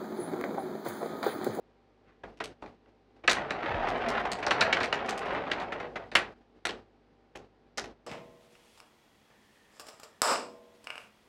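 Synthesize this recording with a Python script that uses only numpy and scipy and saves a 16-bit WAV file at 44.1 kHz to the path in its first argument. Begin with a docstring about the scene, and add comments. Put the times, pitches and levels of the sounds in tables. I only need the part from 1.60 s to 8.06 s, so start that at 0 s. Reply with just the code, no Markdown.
"""Protective plastic film peels off a large screen in a small room.
After a faint creep the taut sheet lets go in single snaps, then in a dense run of tiny slips
that rasp more as the pull grows. The loose film crinkles and billows once.
Screen and walls echo it over room air and faint mains hum; an expander turns the pauses down."""
import sys
import numpy as np
from scipy import signal
from scipy.fft import rfft, irfft
from scipy.io import wavfile

SR = 44100
rng = np.random.default_rng(int(sys.argv[2]) if len(sys.argv) > 2 else 0)


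def master(y):
    """Save y as 16-bit WAV."""
    cut = np.clip(np.atleast_2d(y).T, -1, 1)
    pcm = np.round(cut * 32767)  # scale
    wavfile.write(sys.argv[1], SR, pcm.astype(np.int16))


N = 285092
TIME_S = np.arange(N) / SR

# room air spectrum: freq_hz, gain_db
AIR_SPECTRUM = [(20, -39), (32, -21), (45, -11.5), (130, -6), (250, -1.5), (420, 1), (600, -6), (790, -6.5),
                (1050, -12), (2500, -20), (4800, -27), (7000, -39), (15000, -57.5)]
# mains hum and faint steady tones: pitch_hz, level_db
HUM_TONES = [(50, -62.5), (100, -66), (150, -73.5), (241, -63.5), (434, -67.5), (785, -68)]
# glue rasp spectrum: freq_hz, gain_db
RASP_SPECTRUM = [(500, -9), (1200, 5.5), (1900, 3.5), (2700, -2.5), (4000, -14), (6300, -31.5),
                 (9000, -46.5), (12000, -53), (16000, -60.5)]
# film patches letting go: start_s, level_db, ring_hz, crack_gain_db, release_ms
SNAP_EVENTS = [(0.633, -45, 1250, -31, 1.8), (0.801, -34.5, 1620, -27, 1.8), (1.021, -43, 980, -9, 1.1),
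               (1.06, -55, 2100, -15, 0.61), (1.259, -59.5, 1680, -28, 0.51), (1.563, -63, 1900, -10, 1.2),
               (1.634, -45.5, 1450, -31, 3), (1.677, -17, 1740, -3.5, 1.5), (1.709, -29, 1630, -18, 1.3),
               (1.907, -31, 1610, -2.5, 0.47), (2.269, -35, 1180, -23, 1.9), (2.651, -27.5, 820, -30, 1.6),
               (2.716, -43, 1900, -11, 0.88), (2.826, -33.5, 1660, -21, 2.2), (2.866, -28, 1260, 0.5, 1.4),
               (2.909, -22, 1490, 0, 1.3), (3.009, -20.5, 1690, 3, 4.4), (3.126, -21, 2070, -13, 1.4),
               (3.168, -29, 1500, -28, 0.98), (3.204, -28, 1390, -6, 3.4), (3.232, -31, 1780, 1.5, 2.6),
               (3.326, -25, 1680, -30, 0.83), (3.484, -32, 1310, -23, 2.1), (3.914, -27, 2090, -22, 0.93),
               (4.0, -42, 1310, 2.5, 2.4), (4.12, -34, 1490, -32, 2.3), (4.2, -40, 1520, -7, 1.6),
               (4.356, -35, 1410, -26, 2), (4.516, -45, 1660, 3, 1.5), (4.552, -15.5, 1950, -18.5, 1.3),
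               (5.052, -30.5, 1550, -12, 0.45), (5.091, -41.5, 1390, -4, 0.76),
               (5.751, -48, 1430, -14, 0.8), (6.172, -47, 1800, -12, 2.2), (6.182, -36.5, 1586, -22, 0.58),
               (6.24, -50, 1610, -3, 0.84)]
# treble roll-off of the ringing film: freq_hz, gain_db
RING_SPECTRUM = [(3000, 0.5), (6000, -3.5), (10000, -11), (16000, -23.5)]
# slack sheet flap spectrum: freq_hz, gain_db
FLAP_SPECTRUM = [(50, -13.5), (130, -8.5), (220, -2.5), (420, 3.5), (750, .5), (1100, -15.5), (2500, -24.5),
                 (10000, -64.5)]
# tearing glue spectrum: freq_hz, gain_db
CRACK_SPECTRUM = [(1500, -4.5), (3000, 14.5), (4400, 12), (6500, -1.5), (9000, -10.5), (12000, -27.5),
                  (16000, -43)]
# bright ticks of the film, some the sharp edge of a snap: start_s, level_db, pitch_hz
TICK_EVENTS = [(0.773, -61, 3500), (0.84, -46, 6700), (1.696, -31, 4900), (1.715, -33, 4870),
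               (2.287, -47.5, 3180), (2.486, -43.5, 4700), (2.717, -38.5, 5070), (3.242, -41, 3400),
               (3.34, -47, 4200), (3.492, -41.5, 5270), (3.577, -47, 5400), (4.552, -37.5, 7420),
               (5.053, -34, 3800), (5.092, -42.5, 3520), (5.757, -54.5, 4790), (6.174, -44, 5730),
               (6.18, -39.5, 4840), (6.241, -55, 4800)]
# film tick spectrum: freq_hz, gain_db
TICK_SPECTRUM = [(600, -13), (2200, 11), (4000, 1.5), (7000, -3.5), (9000, -7), (12000, -14.5),
                 (16000, -24)]
# pull on the running peel, as drumming level: time_s, level_db
PULL_CURVE = [(1.75, -35), (1.87, -41), (1.98, -39.5), (2.06, -33), (2.2, -36), (2.44, -35), (2.58, -31.5),
              (2.63, -37), (2.77, -40.5), (2.97, -34.5), (3.18, -35.5), (3.33, -41), (3.4, -36),
              (3.57, -39), (3.71, -32.5), (3.84, -40), (4.02, -37.5), (4.08, -45.5), (4.24, -39),
              (4.33, -59.5), (4.431, -45.5), (4.491, -72)]
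# drumming sheet spectrum: freq_hz, gain_db
DRUM_SPECTRUM = [(40, -36.5), (70, -15.5), (125, -13), (240, -4.5), (330, -6), (500, 1), (760, 5),
                 (1000, -3), (1700, -12), (2600, -33), (5000, -39.5), (12000, -83.5)]
# screen panel resonances: freq_hz, width_hz, gain_db
PANEL_MODES = [(818, 28, -5.5), (1630, 30, -21.5), (1930, 70, -8), (2338, 40, -40), (4550, 12, -21),
               (4750, 68, -17.5), (5000, 13, -11)]
# echoes off screen, floor and walls: delay_s, gain_db
ECHO_PATHS = [(.0029, -8), (.0063, -8), (.0098, -20.5), (.0160, -7), (0.0362, -21.5)]
# diffuse room tail: freq_hz, t60_s, gain_db
ROOM_BANDS = [(120, 0.7, 7.5), (390, 0.46, 7), (890, 0.34, 0.5), (2050, 0.24, -5.5), (4500, 0.23, -4.5),
              (8740, 0.17, -4.5), (15000, 0.094, -11)]


def undb(db):
    """Decibels to gain."""
    return 10 ** (np.asarray(db) / 20)


def unit_rms(x):
    """Scale to rms 1."""
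    return x / np.sqrt(np.mean(x ** 2) + 1e-30)


def log_interp(hz, points):
    """Interpolate (freq_hz, value) rows over log frequency."""
    freq_hz, values = np.array(points, float).T
    return np.interp(np.log(np.maximum(hz, 1)), np.log(freq_hz), values)


def colour(x, spectrum, size=2048):
    """Minimum-phase filter; attacks stay sharp."""
    gain = undb(log_interp(np.fft.rfftfreq(size, 1 / SR), spectrum))
    cepstrum = irfft(np.log(gain))
    cepstrum[1:size // 2] *= 2
    cepstrum[size // 2 + 1:] = 0
    response = irfft(np.exp(rfft(cepstrum)))
    return signal.oaconvolve(x, response)[:len(x)]


def bandpass(x, hz, q):
    """Two-pole resonator."""
    omega = 2 * np.pi * min(hz, SR / 2 - SR / 20) / SR
    alpha = np.sin(omega) / (2 * q)
    return signal.lfilter([alpha, 0, -alpha], [1 + alpha, -2 * np.cos(omega), 1 - alpha], x)


def add(track, start_s, x):
    """Mix x into the track."""
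    start = max(int(round(start_s * SR)), 0)
    track[start:start + len(x)] += x[:max(len(track) - start, 0)]


def drift(rate_hz):
    """Smooth random drift, spread near 1."""
    knots = rng.standard_normal(N // 100)
    return np.interp(TIME_S * rate_hz, np.arange(len(knots)), knots)


def air_and_hum(air_db=-55.0):
    """Steady room air, mains hum and faint tones."""
    air = unit_rms(colour(rng.standard_normal(N), AIR_SPECTRUM)) * undb(air_db)
    hum = sum(np.sqrt(2) * undb(db) * np.sin(2 * np.pi * hz * TIME_S) for hz, db in HUM_TONES)
    return air + hum


def slips(size, rate_hz, spread_db):
    """Tiny glue releases at random times: many weak, a few strong."""
    chance, rarity = rng.random((2, size))
    fired = np.flatnonzero(chance < rate_hz / SR)
    strength_db = -spread_db * np.log(np.maximum(rarity[fired], .02))
    out = np.zeros(size)
    out[fired] = (-1.) ** fired * undb(strength_db)
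    return out


def creep(peak_s=.505, width_s=.064, level_db=-59.5):
    """Under the first light pull, slips rasp faintly, swell and stop."""
    swell = np.exp(-((TIME_S - peak_s) / width_s) ** 2)
    rasp = unit_rms(colour(slips(N, rate_hz=1800, spread_db=2.0), RASP_SPECTRUM))
    return rasp * swell * undb(level_db)


def film_response(push, tear, ring_hz, flap_db, crack_db):
    """A push rings the taut film and flaps the sheet; tearing glue cracks."""
    ring = bandpass(bandpass(push, ring_hz, q=.85), ring_hz, q=1.0)
    ring = unit_rms(colour(ring, RING_SPECTRUM))
    flap = unit_rms(colour(push, FLAP_SPECTRUM)) * undb(flap_db - 2.5)
    crack = unit_rms(colour(tear, CRACK_SPECTRUM)) * undb(crack_db - 7.0)
    # high bending waves run faster: crack first, flap last
    ring = np.pad(ring, (SR // 1500, 0))
    flap = np.pad(flap, (SR // 1000, 0))
    return crack + ring[:len(push)] + flap[:len(push)]


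def snaps(tails, typical_db=-35, size=1024):
    """Each patch lets go in an avalanche of slips, milliseconds long."""
    out = np.zeros(N)
    time_ms = 1000 * np.arange(size) / SR
    impulse = signal.unit_impulse(size)
    for k, (start_s, level_db, ring_hz, crack_db, release_ms) in enumerate(SNAP_EVENTS):
        # weak snaps flap the slack sheet, strong ones ring it taut
        flap_db = min(-3 - .5725 * (level_db - typical_db), 4.5)
        age = time_ms / release_ms
        avalanche = slips(size, rate_hz=12000, spread_db=2.0)
        push = avalanche * (age + .067) * np.exp(-age * .51)
        tear = avalanche * np.exp(-age)
        direct = film_response(push, tear, ring_hz, flap_db, crack_db)
        # the room sums all directions, so it gets the smooth average colour
        diffuse = film_response(impulse, impulse, ring_hz, flap_db, crack_db)
        gain = undb(level_db - 4.5)
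        add(out, start_s - .0002, gain * with_echoes(direct, echo_db=-3.0, delay_spread=.13))
        add(out, start_s, gain * signal.fftconvolve(diffuse, tails[k % len(tails)]))
    return out


def ticks(tails, size=512):
    """Short bright film ticks with strong echoes: crinkles, lone ticks, sharp edges of snaps."""
    out = np.zeros(N)
    scatter_decay = np.exp(-np.arange(size) / SR / .0007)
    for k, (start_s, level_db, pitch_hz) in enumerate(TICK_EVENTS + crinkle_events()):
        pulse = signal.unit_impulse(size) + .13 * rng.standard_normal(size) * scatter_decay
        tick = undb(level_db) * unit_rms(colour(bandpass(pulse, pitch_hz, q=1.0), TICK_SPECTRUM))
        add(out, start_s + .00071, with_echoes(tick, echo_db=5.0, delay_spread=.023))
        add(out, start_s, undb(3.5) * signal.fftconvolve(tick, tails[k % len(tails)]))
    return out


def peel(tails, typical_db=-34.5, rasp_db_per_db=.57):
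    """Slips along the peel line drum on the sheet; rasp outgrows drumming as the pull rises."""
    knots_s, knots_db = np.transpose(PULL_CURVE)
    start_s, end_s = knots_s[0], knots_s[-1]
    running = np.interp(TIME_S, [start_s - .01, start_s, end_s, end_s + .02], [0, 1, 1, 0])
    surge_db = .3 * drift(rate_hz=33)  # glue holds and gives
    pull_db = np.interp(TIME_S, knots_s, knots_db) + surge_db
    rasp_db = pull_db + rasp_db_per_db * (pull_db - typical_db)
    jerk_db = 2.5 * np.tanh(drift(rate_hz=80))
    cluster_db = 4.5 * np.tanh(drift(rate_hz=260))  # slips set off their neighbours
    drum_slips = slips(N, rate_hz=1500, spread_db=4.4)
    rasp_slips = slips(N, rate_hz=1300, spread_db=2.6) * undb(cluster_db)
    drum = unit_rms(colour(drum_slips, DRUM_SPECTRUM)) * undb(pull_db - 4.5)
    rasp = unit_rms(colour(rasp_slips, RASP_SPECTRUM)) * undb(rasp_db - 3.94)
    direct = running * undb(jerk_db) * (drum + rasp)
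    return moving_in_room(direct, tails, start_s - .02, end_s + .02)


def moving_in_room(x, tails, start_s, end_s, fade_size=256):
    """The peel line moves: each crossfaded stretch gets its own room response."""
    out = np.zeros(N)
    edges = (np.linspace(start_s, end_s, 3 * len(tails)) * SR).astype(int)
    fade = np.hanning(fade_size) / np.hanning(fade_size).sum()
    for k, (start, end) in enumerate(zip(edges, edges[1:])):
        window = signal.fftconvolve(np.ones(end - start), fade)
        stretch = x[start:start + len(window)] * window
        add(out, start / SR, with_echoes(stretch, echo_db=-3.5, delay_spread=.2))
        add(out, start / SR, undb(-1.5) * signal.fftconvolve(stretch, tails[k % len(tails)]))
    return out


def billow(flop_hz=103, flutter_hz=38):
    """The loose sheet swings out: a soft flop, then a low, uneven, dying flutter."""
    flop = bandpass(rng.standard_normal(N), flop_hz, q=1.3)
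    flop = unit_rms(bandpass(flop, flop_hz, q=1.3))
    swing_hz = flutter_hz * (1 + .11 * drift(rate_hz=25))
    flutter = unit_rms(np.sin(2 * np.pi * np.cumsum(swing_hz) / SR))
    flop_db = np.interp(TIME_S, [2.04, 2.1, 2.145, 2.22], [-79, -44, -37.5, -69], left=-150, right=-150)
    flutter_db = np.interp(TIME_S, [2.08, 2.16, 2.28, 2.45, 3.1], [-61, -42, -51, -58.5, -74],
                           left=-150, right=-150)
    return flop * undb(flop_db) + flutter * undb(flutter_db)


def crinkle_events(from_s=2.05, to_s=4.2, count=16):
    """Small creases flip at uneven intervals as the freed film is carried along."""
    jitter, strength, pitch = (2 * rng.random((count, 3)) - 1).T
    start_s = from_s + (to_s - from_s) * (np.arange(count) + .5 + jitter / 2) / count
    level_db = -56.5 + 4 * strength
    pitch_hz = 2900 * 2 ** (.25 * pitch)
    return list(zip(start_s, level_db, pitch_hz))


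def screen_panel(x):
    """The film shakes the screen, which adds its resonances."""
    return x + sum(undb(db) * bandpass(x, hz, q=hz / width_hz) for hz, width_hz, db in PANEL_MODES)


def with_echoes(x, echo_db, delay_spread, size=2048):
    """Direct sound plus hard echoes; paths vary from place to place."""
    response = signal.unit_impulse(size)
    for delay_s, gain_db in ECHO_PATHS:
        arrival_s = delay_s * (1 + delay_spread * rng.standard_normal())
        add(response, arrival_s, undb([gain_db + echo_db]))
    return signal.fftconvolve(x, response)


def room_tails(count=12, rise_s=.0013, size=16384):
    """Diffuse tails for several places on the sheet; treble dies first."""
    time_s, freq_hz = np.arange(size) / SR, np.fft.rfftfreq(size, 1 / SR)
    centres_hz = np.array(ROOM_BANDS)[:, 0]
    noise_spectra = rfft(rng.standard_normal((count, size)))
    tails = np.zeros((count, size))
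    for share, (_, t60_s, gain_db) in zip(np.eye(len(ROOM_BANDS)), ROOM_BANDS):
        band = irfft(noise_spectra * log_interp(freq_hz, np.column_stack([centres_hz, share])))
        envelope = np.exp(-np.log(1000) * time_s / t60_s) * (1 - np.exp(-time_s / rise_s))
        tails += band * unit_rms(envelope) * undb(gain_db) / np.sqrt(size)
    return tails


def expander(x, threshold_db=-52.5, knee_db=3.2, depth_db=11, size=1400):
    """Turns the sound down while its recent level is low."""
    power = signal.lfilter(np.ones(size) / size, [1], x ** 2)
    level_db = 10 * np.log10(power + 1e-18)
    opening = np.clip((level_db - threshold_db) / knee_db, 0, 1)
    return x * undb(depth_db * (opening - 1))


def scene():
    """Film, screen and room at one microphone."""
    tails = room_tails()
    film = snaps(tails) + ticks(tails) + peel(tails) + creep()
    return (screen_panel(film) + billow() + air_and_hum())[None]


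def record(dry):
    """Rumble cut, expander, top cut."""
    low_hz, top_hz = 31, 15900
    rumble_cut = signal.butter(6, low_hz, "high", fs=SR, output="sos")
    top_cut = signal.ellip(8, .2, 70, top_hz, fs=SR, output="sos")
    expanded = expander(signal.sosfilt(rumble_cut, dry[0]))
    return signal.sosfilt(top_cut, expanded)[None]


dry = scene()
out = record(dry)
master(out)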